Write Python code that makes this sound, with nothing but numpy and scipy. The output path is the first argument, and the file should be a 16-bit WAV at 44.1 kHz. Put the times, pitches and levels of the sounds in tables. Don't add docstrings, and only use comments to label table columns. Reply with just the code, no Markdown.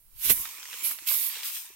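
import sys
import numpy as np
from scipy import signal
from scipy.fft import rfft, irfft, next_fast_len
from scipy.io import wavfile
from scipy.ndimage import map_coordinates

SR = 44100
rng = np.random.default_rng(int(sys.argv[2]) if len(sys.argv) > 2 else 0)


def inscribe(sig):
    pcm = np.round(np.clip(np.atleast_2d(sig).T, -1, 1) * 32767)
    wavfile.write(sys.argv[1], SR, pcm.astype(np.int16))


N = 77175

# peak time, rise, hold and t60 in seconds, then hiss level, crackle level,
# hiss left over right, left top-end trim and right top-end trim, all in dB.
SHEAF_STROKES = [(0.25, 0.18, 0.053, 0.081, -25.5, -35, 3.5, -2.5, -1),
                 (0.328, 0.23, 0.088, 0.29, -30.5, -77, 7, -2.5, -3),
                 (0.725, 0.055, 0.03, 0.25, -58, -50, -5, 2, 0),
                 (0.847, 0.076, 0.029, 0.29, -26, -40.5, -2, 1, -11),
                 (0.91, 0.023, 0.0065, 0.12, -37, -42, 14, 3, -10),
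                 (1.076, 0.047, 0.067, 0.19, -26.5, -35, 4.5, -4, 3.5),
                 (1.158, 0.18, .11, 0.31, -28.5, -40.5, 4, -2, 1),
                 (1.324, 0.24, .03, 0.9, -55.5, -41.5, 24, 3, -1),
                 (1.452, 0.13, 0.027, 0.26, -32.5, -38.5, 9.5, -0.5, -8),
                 (1.553, 0.35, 0.014, 0.38, -34.5, -41.5, 22, -8.5, 7.5)]
# pitch in Hz, level in dB, t60 in seconds.
PILE_MODES = [(66, -28, 0.038), (108, -29, .06), (216, -31.5, 0.11), (327, -47, .06), (497, -33.5, 0.066)]
# time in seconds, level in dB.
PATTER_FADER = [(.1, -73.5), (.3, -43.5), (.47, -40), (.56, -43), (0.659, -43.5), (0.801, -38.5),
                (.92, -41), (.97, -47.5), (1.04, -44.5), (1.12, -46.5), (1.4, -42), (1.58, -55),
                (1.66, -48.5), (1.75, -56.5)]
# time in seconds, centre in Hz, level in dB.
STALK_SNAPS = [(0.354, 1920, -59), (0.376, 1970, -43.5), (0.455, 1710, -36), (0.463, 1530, -42.5),
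               (0.584, 1840, -43), (0.629, 2240, -39.5), (0.655, 1860, -39), (.73, 2200, -37.5),
               (0.74, 1980, -37), (0.786, 2390, -46), (.913, 1450, -38.5), (.987, 1570, -38),
               (1.073, 4770, -33.5), (1.088, 4350, -28), (1.114, 1320, -40), (1.298, 2240, -38),
               (1.355, 2230, -36.5), (1.372, 1840, -41), (1.407, 2480, -42), (1.433, 2860, -33),
               (1.499, 2100, -39), (1.568, 2840, -41)]
# start in seconds, pitch in Hz, level in dB, t60 in seconds.
GROUND_KNOCKS = [(0.397, 99, -43, 0.056), (.545, 380, -60.5, 0.035), (.584, 466, -51.5, 0.021),
                 (.738, 488, -51, 0.057), (0.825, 323, -50.5, 0.03), (0.908, 276, -56, 0.11),
                 (1.0, 55, -66, 0.075), (1.022, 302, -49, 0.026), (1.114, 520, -43.5, 0.028),
                 (1.367, 427, -58, 0.057), (1.7, 377, -54, 0.038)]

# frequency in Hz, relative gain in dB.
HUSK_EQ = [(600, -48), (2000, -28), (4000, -27.5), (7000, -13), (9000, -6), (11500, 0), (13000, -0.5),
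           (14500, 1), (16000, -5.5)]
CRACKLE_EQ = [(100, -38), (400, -25), (720, -19), (950, -4.5), (1600, -5.5), (2300, 4), (3400, 2.5),
              (4500, 0), (6000, -2), (9000, 5.5), (11000, -37), (16000, -11)]
SLAP_EQ = [(60, -16), (250, -3), (470, -2.5), (700, -6), (1300, -6.5), (2200, 3), (4000, -5), (6000, -5.5),
           (8500, 5.5), (11000, -26), (16000, -20)]
PUFF_EQ = [(20, 1.5), (60, -0.5), (130, -3.5), (220, -7), (340, -3), (500, -17), (800, -18), (2000, -54)]
GRAIN_EQ = [(100, -27), (400, -12.5), (720, -18.5), (950, 1.5), (1600, -6), (2300, 2.5), (3200, -1),
            (4400, -6), (5600, -1.5), (7500, 2.5), (9200, 2), (9800, -12), (10600, -6), (11700, -3.5),
            (14000, -6), (16000, 0.5)]
FIELD_EQ = [(20, 15), (60, 13), (130, 1.5), (220, 2.5), (500, -2.5), (1000, -6), (3000, -8.5), (6000, -5.5),
            (9000, 9), (12000, 6.5), (16000, 9.5)]
WIND_EQ = [(20, 1), (40, -2.5), (70, -22), (120, -13.5), (200, -30), (600, -39.5)]
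LEFT_PORT_EQ = [(1000, -1), (2200, -1.5), (3700, 0.5), (5600, 5.5), (8000, -4), (9300, 1.5), (10300, -61),
                (11000, -12), (12000, -8), (13200, -4), (14500, 0.5), (15600, 1.5)]
RIGHT_PORT_EQ = [(1000, -0.5), (2200, 1.5), (3700, 6), (5600, 2), (8000, -1), (9300, -1), (10300, 3),
                 (11000, 9.5), (12000, 11), (13200, 6.5), (14500, -0.5), (15600, 4)]

# frequency in Hz, left-right likeness from -1 to 1.
SCENE_IMAGE = [(100, 0.41), (1000, 0.89), (2200, 0.64), (3200, -0.02), (4500, -0.02), (6000, -0.25),
               (7500, 0.13), (9000, 0.33), (11500, -0.21), (13500, 0.24), (16000, 0.084)]
SLAP_IMAGE = [(60, 0.5), (200, .5), (400, 0.03), (1000, 0.17), (2500, 0.11), (5000, 0), (14000, 0.2)]


def sheaf_strokes():
    husks = ticks(per_second=7000, spread_db=3)
    stalks = ticks(per_second=2000, spread_db=4)
    hiss = sliding_stalks(texture(HUSK_EQ, grit=husks, smooth=0.74), depth_db=1.0)
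    top = filtered(hiss, lambda hz: np.clip((hz - 11500) / 1200, 0, 1))
    crackle = sliding_stalks(texture(CRACKLE_EQ, grit=stalks, smooth=0.8), depth_db=2.5)
    envelopes = np.array([swell(*row[:4]) for row in SHEAF_STROKES])
    hiss_db, crackle_db, pan_db, *trim_db = np.transpose(SHEAF_STROKES)[4:]
    fader = lambda db: np.sqrt(amp(db) ** 2 @ envelopes ** 2)
    sides_db = hiss_db + np.array([pan_db, -pan_db]) / 2
    top_db = sides_db + np.array(trim_db)
    return (hiss - top) * fader(sides_db) + top * fader(top_db) + crackle * fader(crackle_db)


def slap():
    contacts = ticks(per_second=6000, spread_db=3)
    stalks = hollow(texture(SLAP_EQ, SLAP_IMAGE))
    stalks *= amp(-21.5) * swell(0.302, rise=0.044, hold=0.0049, t60=0.082)
    spray = hollow(texture(HUSK_EQ, SLAP_IMAGE, grit=contacts, smooth=0.48))
    spray *= amp(-18.5) * swell(0.2975, rise=0.008, hold=0.021, t60=0.11)
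    puff = amp(-49.5) * swell(0.2624, rise=0.087, hold=0.072, t60=0.39) * texture(PUFF_EQ)
    return stalks + spray + pile_thud() + puff


def pile_thud(start_s=0.3, attack_s=0.0028):
    t = np.maximum(clock() - start_s, 0)
    modes = sum(amp(db - 60 * t / t60) * np.sin(2 * np.pi * hz * t) for hz, db, t60 in PILE_MODES)
    return (1 - np.exp(-t / attack_s)) * modes


def falling_grain():
    grains = ticks(per_second=1500, spread_db=5)
    patter = sliding_stalks(texture(GRAIN_EQ, grit=grains, smooth=0.64), depth_db=2.5)
    level_db = np.interp(clock(), *np.transpose(PATTER_FADER))
    return amp(level_db) * patter


def stalk_snaps(rolloff_db_per_octave=7.5):
    out = np.zeros((2, N))
    for at_s, hz, db in STALK_SNAPS:
        eq = [(hz / 4, -35), (hz / 2, -8), (hz, 0), (8 * hz, -3 * rolloff_db_per_octave)]
        out += amp(db) * swell(at_s, rise=0.0016, hold=0, t60=0.027) * texture(eq)
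    return out


def ground_knocks(attack_s=0.0019):
    out = np.zeros((2, N))
    for start_s, hz, db, t60 in GROUND_KNOCKS:
        t = np.maximum(clock() - start_s, 0)
        thump = np.sqrt(2) * np.sin(2 * np.pi * hz * t)
        scuff = texture([(hz / 4, -14), (hz, 0), (2 * hz, -7), (10 * hz, -28)])
        envelope = amp(db - 60 * t / t60) * (1 - np.exp(-t / attack_s))
        out += envelope * (thump + scuff)
    return out


def field_air():
    bed = amp(-60.5) * texture(FIELD_EQ)
    breeze = amp(-56.5) * swell(0.13, rise=0.9, hold=0.24, t60=0.46) * texture(WIND_EQ)
    return bed + breeze


def sliding_stalks(x, depth_db, width_hz=262.7, life_s=0.0599):
    size, hop = 1024, 512
    spectrum = signal.stft(x, nperseg=size)[2]
    band, frame = np.indices(spectrum.shape[1:])
    position = [band * SR / size / width_hz, frame * hop / SR / life_s]
    patches = map_coordinates(rng.standard_normal((256, 128)), position, mode="wrap")
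    coloured = signal.istft(spectrum * amp(depth_db * patches), nperseg=size)[1]
    return unit(coloured[:, :N])


def hollow(pair, bleed=0.6, delay_s=0.0026):
    crossed = filtered(pair[::-1], lambda hz: np.exp(-2j * np.pi * hz * delay_s))
    return unit(pair + bleed * crossed)


def ticks(per_second, spread_db):
    hits = rng.random(N) < per_second / SR
    size = amp(spread_db * np.minimum(rng.standard_normal(N), 2))
    power = signal.lfilter([1], [1, -np.exp(-3000 / SR)], hits * size ** 2)
    return np.sqrt(power)


def texture(eq, image=SCENE_IMAGE, grit=1, smooth=0):
    power = smooth + (1 - smooth) * unit(np.asarray(grit)) ** 2
    noise = rng.standard_normal((2, N)) * np.sqrt(power)
    width = lambda hz: np.arccos(np.clip(curve(image, hz), -1, 1)) / 2
    mid, side = filtered(noise, lambda hz: amp(curve(eq, hz)) * [np.cos(width(hz)), np.sin(width(hz))])
    return unit(np.array([mid + side, mid - side]))


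def swell(peak_s, rise, hold, t60, sag_db_per_s=1.5):
    t = clock() - peak_s
    attack_db = 60 * np.maximum(-t, 0) / rise
    sag_db = sag_db_per_s * np.clip(t, 0, hold)
    release_db = 60 * np.maximum(t - hold, 0) / t60
    return amp(-attack_db - sag_db - release_db)


def filtered(x, response):
    size = next_fast_len(N + 8192)
    hz = np.fft.rfftfreq(size, 1 / SR)
    return irfft(rfft(x, size) * response(hz), size)[..., :N]


def curve(points, hz):
    points_hz, values = np.transpose(points)
    return np.interp(np.log(hz + 1), np.log(points_hz + 1), values)


def amp(db):
    return 10 ** (np.asarray(db) / 20)


def unit(x):
    return x / np.sqrt(np.mean(x ** 2) + 1e-20)


def clock():
    return np.arange(N) / SR


def scene():
    return sheaf_strokes() + slap() + falling_grain() + stalk_snaps() + ground_knocks() + field_air()


def record(dry, cutoff_hz=15900):
    ports = lambda hz: amp([curve(LEFT_PORT_EQ, hz), curve(RIGHT_PORT_EQ, hz)])
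    return filtered(dry, lambda hz: ports(hz) * (hz < cutoff_hz))


dry = scene()
out = record(dry)
inscribe(out)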